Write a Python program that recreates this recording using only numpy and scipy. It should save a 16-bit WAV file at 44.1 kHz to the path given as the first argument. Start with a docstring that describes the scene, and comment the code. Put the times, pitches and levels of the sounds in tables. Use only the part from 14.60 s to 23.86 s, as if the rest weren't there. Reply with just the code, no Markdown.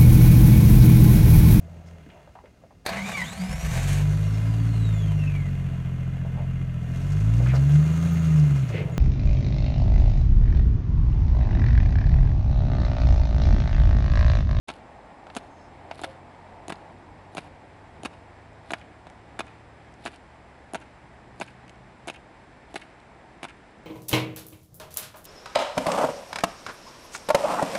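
"""Far traffic hums round a wide stone square, and the recorder adds a thin whine. From the start,
three guards march in step: each pace is a gritty scuff, a heel thud and three ragged sole slaps,
echoed by a row of columns. Grit and kit click; a few squeaks and a creak come in the first two seconds.
One far engine speeds up, and from about two seconds on another is heard slowing down.
As the guards near the columns, the echo comes back sooner and louder."""
import sys
import numpy as np
from scipy import signal
from scipy.fft import rfft, irfft
from scipy.io import wavfile

SR = 44100
rng = np.random.default_rng(int(sys.argv[2]) if len(sys.argv) > 2 else 0)


def wav_out(sig):
    """Save sig, one row per channel (or a flat mono array), as 16-bit PCM at SR to the path in sys.argv[1]."""
    wavfile.write(sys.argv[1], SR, np.round(np.clip(np.atleast_2d(sig).T, -1, 1) * 32767).astype(np.int16))


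N = 408366
T = np.arange(N) / SR
# One row a pace: the hardest heel lands and three soles slap down, never quite together.
# (heel time [s], lag of sole 1 [s], of sole 2 [s], of sole 3 [s], heel [dB], boom [dB], thump [dB],
# clap [dB], grit [dB], extra force of sole 2 [dB], of sole 3 [dB], air pocket pitch [Hz], scuff [dB])
PACES = [(0.0839, .0012, 0.0056, 0.017, -31.5, -35, -35.5, -38.5, -47, 5, 3, 2910, -59),
         (0.7579, .0075, .0116, .0163, -34, -25, -27, -35.5, -33.5, -2, -7.5, 1000, -61.5),
         (1.4156, .0203, .0231, .027, -29.5, -31.5, -30.5, -36, -39, -2, 3, 1370, -57.5),
         (2.0819, 0.014, .0198, 0.041, -26.5, -32, -35, -39.5, -41, 4.5, 5, 1450, -72),
         (2.7493, 0.021, .0312, 0.038, -30, -30.5, -33, -37.5, -42, 4, -2, 2250, -58.5),
         (3.4336, .016, .0203, 0.024, -29, -31.5, -40, -36.5, -38.5, 3, 5.5, 2500, -66),
         (4.1185, -0.0098, -0.013, .0165, -24, -39.5, -37, -39, -44, 5, 11.5, 1570, -59),
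         (4.7929, -.0015, 0.0027, .0124, -23, -35, -34, -36, -40, 2.5, 5, 1460, -74),
         (5.453, 0.0077, .016, 0.025, -27, -30, -29.5, -34, -38.5, -1.5, -6.5, 1620, -57.5),
         (6.135, .011, .016, .0204, -25, -31.5, -28.5, -36.5, -36.5, -1, 1, 1090, -73),
         (6.8004, 0.012, .0164, 0.017, -27, -32, -28.5, -37, -41.5, -7, 1.5, 2300, -58),
         (7.473, 0.0061, .012, 0.026, -27.5, -36.5, -35, -37, -38, 3.5, 4, 2770, -75),
         (8.142, 0.015, .0177, 0.02, -28.5, -32, -32, -35, -39.5, -0.5, -1, 1620, -59),
         (8.8304, 0.00021, .0115, 0.02, -39, -32.5, -34, -36, -37.5, 0, -2, 2200, -71)]
# A footfall has four ranges, low to high: boom, thump, clap and grit. The first three end here.
BOOM_TOP_HZ, THUMP_TOP_HZ, CLAP_TOP_HZ = 400, 1100, 5300


def from_db(db):
    return 10 ** (np.asarray(db) / 20)


def rms_one(x):
    """Scale a sound to an average (rms) level of 1."""
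    return x / np.sqrt(np.mean(x ** 2) + 1e-20)


def in_time(rows):
    """Join a table's timed points with straight lines: one curve for each column after the time."""
    s, *columns = np.transpose(rows)
    return [np.interp(T, s, c) for c in columns]


def band(x, low_hz, high_hz, order=2):
    """Keep the part of a sound between two frequencies."""
    sections = signal.butter(order, [low_hz, min(high_hz, SR / 2.2)], "band", fs=SR, output="sos")
    return signal.sosfilt(sections, x + 1e-18)


def resonate(x, hz, width_hz):
    """Make a sound ring at one pitch; the narrower the width, the longer it rings."""
    r = np.exp(-np.pi * width_hz / SR)
    gain = (1 - r * r) / 2
    section = [gain, 0, -gain, 1, -2 * r * np.cos(2 * np.pi * hz / SR), r * r]
    return signal.sosfilt([section, section], x + 1e-18)


def drift(per_s):
    """A random wander of about 1 either way, heading for a new value per_s times a second."""
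    points = rng.standard_normal(8192)
    return rms_one(np.interp(T * per_s, np.arange(len(points)), points))


def coloured_noise(spectrum):
    """Noise that follows a table of (frequency [Hz], level [dB]) and falls away beyond its ends."""
    hz, db = np.transpose(spectrum)
    octave, known = np.log2(np.arange(N // 2 + 1) * SR / N + 1), np.log2(hz)
    beyond = np.abs(octave - np.clip(octave, known[0], known[-1]))
    gain = from_db(np.interp(octave, known, db) - 20 * beyond)
    return rms_one(irfft(rfft(rng.standard_normal(N)) * gain, N))


def add(track, s, sound):
    """Lay a short sound into a track at s seconds."""
    at = max(round(s * SR), 0)
    track[at:at + len(sound)] += sound[:max(N - at, 0)]


def contacts(times, levels_db, crunch, crunch_s):
    """Pushes on the ground: each a clean blow, then dying grit; crunch is the grit's share of energy."""
    force, age = np.zeros(N), T[:SR // 20]
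    for s, db in zip(times, levels_db):
        grit = rng.standard_normal(len(age)) * np.exp(-age / crunch_s)
        blow = np.sqrt(crunch) * grit / np.linalg.norm(grit)
        blow[0] += np.sqrt(1 - crunch)
        add(force, s, from_db(db) * blow)
    return force


def road():
    """Tyres roar in far streets, with a faint hiss and a rumble that partly follows the roar."""
    # how the roar rises and falls: (time [s], level [dB])
    flow = [(0, -49), (1.8, -49), (2.4, -49.5), (3.7, -51.5), (4.5, -52), (5.2, -53), (7.3, -54),
            (9.26, -54.5)]
    # the tone of the rumble, the tyres and the hiss, each (frequency [Hz], level [dB])
    rumble_tone = [(20, -17), (35, -8), (55, 1), (80, -4), (130, -4.5), (200, -4), (300, -3.5), (450, -7.5),
                   (650, -17.5)]
    tyre_tone = [(350, -22), (500, -4.5), (680, 1.5), (880, 1), (1100, -6.5), (1400, -17.5), (2200, -40)]
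    hiss_tone = [(900, 0.5), (1400, 3.5), (1800, 5), (2300, 1.5), (2900, -6), (3800, -9.5), (5200, -15),
                 (7000, -21), (10300, -25), (12000, -35)]
    flow_db, = in_time(flow)
    flow_db -= flow_db.mean()
    rumble_sway, tyre_sway, hiss_sway = .7 * drift(9), .7 * drift(8), .4 * drift(11)
    rumble = from_db(-53.5 + .44 * flow_db + rumble_sway) * coloured_noise(rumble_tone)
    tyres = from_db(-53.5 + flow_db + tyre_sway) * coloured_noise(tyre_tone)
    hiss = from_db(-57.5 + hiss_sway) * coloured_noise(hiss_tone)
    return rumble + tyres + hiss


def exhaust(hz, db, tones, waver):
    """A far exhaust drones, wavering on the air. Tones are (multiple of the firing rate, level [dB])."""
    phase = 2 * np.pi * np.cumsum(hz * (1 + waver * drift(12))) / SR
    drone = sum(from_db(level) * np.sin(multiple * phase) for multiple, level in tones)
    return from_db(db + drift(4.7)) * rms_one(drone)


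def engines():
    """One engine gathers speed evenly up to a cruising pitch; the other eases off and its pitch sinks."""
    # the engine that speeds up: (time [s], level [dB])
    pulling_level = [(0, -61), (.7, -63.5), (1.3, -53), (2, -56), (5.2, -55.5), (5.7, -66), (7, -52.5),
                     (7.5, -59), (9.26, -65.5)]
    # the engine that slows: (time [s], firing rate [Hz], level [dB])
    slowing_curve = [(0, 94.7, -94), (2.3, 90.8, -71), (2.9, 82, -59.5), (4.3, 74, -57.5),
                     (6.3, 71.86, -60.5), (9.26, 64.4, -73)]
    start_hz, rise_hz_per_s, cruise_hz = 79.5, 6.5, 128
    pulling_hz = np.minimum(start_hz + rise_hz_per_s * T, cruise_hz)
    pulling = exhaust(pulling_hz, *in_time(pulling_level), tones=[(1, 0), (1.5, -6)], waver=.006)
    slowing = exhaust(*in_time(slowing_curve), tones=[(1, 0), (2, -15)], waver=.012)
    return from_db(-.6) * (pulling + slowing)


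def scuffs():
    """Sand grains catch under a sliding sole: a rasp with a sizzle on top."""
    # soles brush the stone around each pace: (time after the first slap [s], length [s], level [dB])
    brushes = [(-.025, 0.052, -6.5), (0.01, 0.027, 9), (0.07, .05, -4.5)]
    # one boot drags after a stray step: (time [s], length [s], level [dB])
    drag = (1.36, .07, -60)
    strokes = [(s + first_lag + delay, length, scuff_db + db)
               for s, first_lag, *_, scuff_db in PACES for delay, length, db in brushes]
    sliding = sum(from_db(db) * np.exp(-2 * np.minimum(((T - s) / length) ** 2, 20))
                  for s, length, db in strokes + [drag])
    grains = rng.standard_normal(N) * from_db(5 * drift(500))
    rasp, sizzle = band(grains, 2000, 4600), band(grains, 5900, 11000)
    return sliding * rms_one(rasp + from_db(-9.5) * sizzle)


def heels():
    """The heel's edge ticks on grit; a moment later the weight arrives with a clean, hollow thud."""
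    # how a heel rings on stone: (pitch [Hz], width [Hz], level [dB])
    rings = [(304, 163, 37), (682, 226, 36), (3000, 2200, 20), (7200, 2600, 23), (9200, 1700, 21)]
    s, _, _, _, thud_db, *_ = np.transpose(PACES)
    thud = np.zeros(N)
    thud[np.round((s + .0004) * SR).astype(int)] = from_db(thud_db)
    tick = contacts(s, thud_db - 7.5, crunch=.85, crunch_s=.001)
    return sum(resonate(thud if hz < THUMP_TOP_HZ else tick, hz, width) * from_db(db)
               for hz, width, db in rings)


def slaps():
    """Each pace brings down three soles: one row a sole, laid out like stray_steps in soles()."""
    # how the three boots differ: (weight [dB], clap [dB], grit [dB])
    boots = [(1, -0.5, 2), (1, -2.2, -2), (2, -2.1, -3.5)]
    rows = []
    for s, *lags, _, boom_db, thump_db, clap_db, grit_db, second_db, third_db, pocket_hz, _ in PACES:
        for lag, force_db, boot in zip(lags, (0, second_db, third_db), boots):
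            weight, clap, grit = np.add(boot, force_db)
            rows.append((s + lag, boom_db + weight, thump_db + weight, clap_db + clap,
                         pocket_hz, grit_db + grit))
    return rows


def sole_body(boom, thump, clap, grit):
    """A sole rings at several pitches, each set off by the push in its own range."""
    # how a sole rings on stone: (pitch [Hz], width [Hz], level [dB])
    rings = [(187, 127, 28), (267, 288, 36.6), (666, 349, 39.1), (834, 320, 26.9), (1433, 890, 38.8),
             (2205, 1170, 37.2), (3300, 660, 25.7), (6580, 230, 26), (8430, 5700, 21.5)]
    ranges = [(BOOM_TOP_HZ, boom), (THUMP_TOP_HZ, thump), (CLAP_TOP_HZ, clap), (np.inf, grit)]
    out = np.zeros(N)
    for hz, width, db in rings:
        push = next(force for top_hz, force in ranges if hz < top_hz)
        out += from_db(db) * resonate(push, hz, width)
    return out


def soles():
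    """A sole lands flat with a boom, thump, clap and crackle; the air squeezed from under it pops."""
    # footfalls out of step, mostly light:
    # (time [s], boom [dB], thump [dB], clap [dB], air pocket pitch [Hz], grit [dB])
    stray_steps = [(0.668, -50, -38.5, -49.5, 1130, -68), (0.701, -50, -44, -49, 1200, -66),
                   (1.3126, -35, -26, -38.5, 1130, -54), (1.3929, -36, -40, -46.5, 1700, -56),
                   (4.4689, -40, -36.5, -52, 1000, -56)]
    s, boom_db, thump_db, clap_db, pocket_hz, grit_db = np.transpose(slaps() + stray_steps)
    boom = contacts(s, boom_db, crunch=.08, crunch_s=.004)
    thump = contacts(s, thump_db, crunch=.08, crunch_s=.004)
    clap = contacts(s, clap_db, crunch=.87, crunch_s=.0043)
    grit = contacts(s, grit_db, crunch=.8, crunch_s=.003)
    out = sole_body(boom, thump, clap, grit)
    for at, db, hz in zip(s, clap_db, pocket_hz):
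        pop_db = db + 36.5 - 4 * np.log2(hz / 1500)   # a smaller, higher pocket pops more weakly
        pop = resonate(signal.unit_impulse(SR // 20), hz, width_hz=750)
        add(out, at, from_db(pop_db) * pop)
    return out


def scatter(x, delay_s, rise_s, fade_s):
    """A swarm of tiny echoes swells after a delay, then dies away by 60 dB every fade_s."""
    age, response = T[:SR // 2], np.zeros(N)
    swarm = rng.standard_normal(len(age)) * (1 - np.exp(-age / rise_s)) * from_db(-60 * age / fade_s)
    add(response, delay_s, swarm / np.linalg.norm(swarm))
    return signal.fftconvolve(x, response[:SR])[:N]


def square(steps):
    """Steps bounce off legs and paving, leave a faint tail, and echo off the ever nearer columns."""
    echo_delay_s, sooner_s_per_s, louder_db_per_s = .099, .0051, 2.6
    near = band(scatter(steps, delay_s=.003, rise_s=.00077, fade_s=.04), 350, 12000, order=1)
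    tail = band(scatter(steps, delay_s=.02, rise_s=.024, fade_s=.69), 340, 7000, order=1)
    returned = np.interp(T - (echo_delay_s - sooner_s_per_s * T), T, steps)
    dull = band(scatter(returned, delay_s=0, rise_s=.001, fade_s=.04), 1450, 2900)
    crisp = from_db(-1.5) * band(returned, 3000, 11000, order=1)   # flat stone mirrors some treble
    echo = from_db(-33 + louder_db_per_s * T) * (dull + crisp)
    return from_db(-12) * near + from_db(-22) * tail + echo


def taps():
    """Grit and kit click with no weight behind them: one short knock and a tick."""
    # sharp clicks: (time [s], knock level [dB], knock pitch [Hz], tick level [dB])
    clicks = [(.139, -20, 3000, -62), (0.7508, -6, 900, -43), (2.141, -27, 4200, -62),
              (2.156, -19, 4200, -62), (4.5, -13, 1700, -56), (5.3401, -26, 2500, -60),
              (5.56, -17, 2500, -50.5), (6.175, -15, 2520, -69), (7.0798, -13, 2400, -55),
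              (7.095, -10, 2390, -52), (8.402, -29, 4100, -62)]
    s, knock_db, knock_hz, tick_db = np.transpose(clicks)
    out = from_db(26.5) * band(contacts(s, tick_db, crunch=.89, crunch_s=.00057), 2800, 8100)
    touch = contacts([0], [0], crunch=.65, crunch_s=.0024)[:SR // 20]
    for at, db, hz in zip(s, knock_db, knock_hz):
        add(out, at, from_db(db) * resonate(touch, hz, width_hz=1000))
    return out


def loose_grit(per_s, level_db):
    """Stray grains and bits of kit tick faintly at random moments."""
    times = rng.uniform(0, N / SR, round(per_s * N / SR))
    ticks = contacts(times, level_db + rng.normal(0, 3, len(times)), crunch=.8, crunch_s=.002)
    return band(ticks, 3500, 11000)


def squeaks():
    """Brief rubbing that sings: breathy when high, nearly pure when low."""
    # faint high squeaks: (time [s], length [s], pitch [Hz], width [Hz], level [dB])
    high_rubs = [(.93, .025, 6400, 600, -76), (1.0, .075, 6400, 700, -74), (1.035, .065, 5200, 550, -70)]
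    # a short hollow creak after one pace: (time [s], length [s], pitch [Hz], level [dB])
    low_rubs = [(1.48, .025, 660, -49), (1.492, .03, 535, -45)]

    def swell(s, length, db):
        return from_db(db) * np.exp(-((T - s) / length) ** 2)
    high = sum(swell(s, length, db) * rms_one(resonate(rng.standard_normal(N), hz, width))
               for s, length, hz, width, db in high_rubs)
    low = sum(swell(s, length, db) * np.sqrt(2) * np.sin(2 * np.pi * hz * T)
              for s, length, hz, db in low_rubs)
    return high + low


def scene():
    """The boots and their echoes, over the far traffic."""
    steps = heels() + soles() + taps()
    small_sounds = scuffs() + squeaks() + loose_grit(per_s=4, level_db=-47.5)
    return (steps + square(steps) + small_sounds + road() + engines())[None]


def record(dry):
    """The recorder whines faintly, lets sound in after a moment and cuts the highest treble."""
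    # the thin tones of the whine: (pitch [Hz], level [dB])
    whine_tones = [(5087, -83.5), (7644, -80.5), (8815, -85.5)]
    start_s, fade_in_s, soften_hz, cutoff_hz = .0735, .0099, 10900, 12600
    whine = sum(from_db(db) * np.sqrt(2) * np.sin(2 * np.pi * hz * T) for hz, db in whine_tones)
    opened = (dry + whine) * np.clip((T - start_s) / fade_in_s, 0, 1)
    dulled = signal.sosfilt(signal.butter(10, soften_hz, fs=SR, output="sos"), opened)
    return signal.sosfilt(signal.cheby2(18, 60, cutoff_hz, fs=SR, output="sos"), dulled)


dry = scene()
out = record(dry)
wav_out(out)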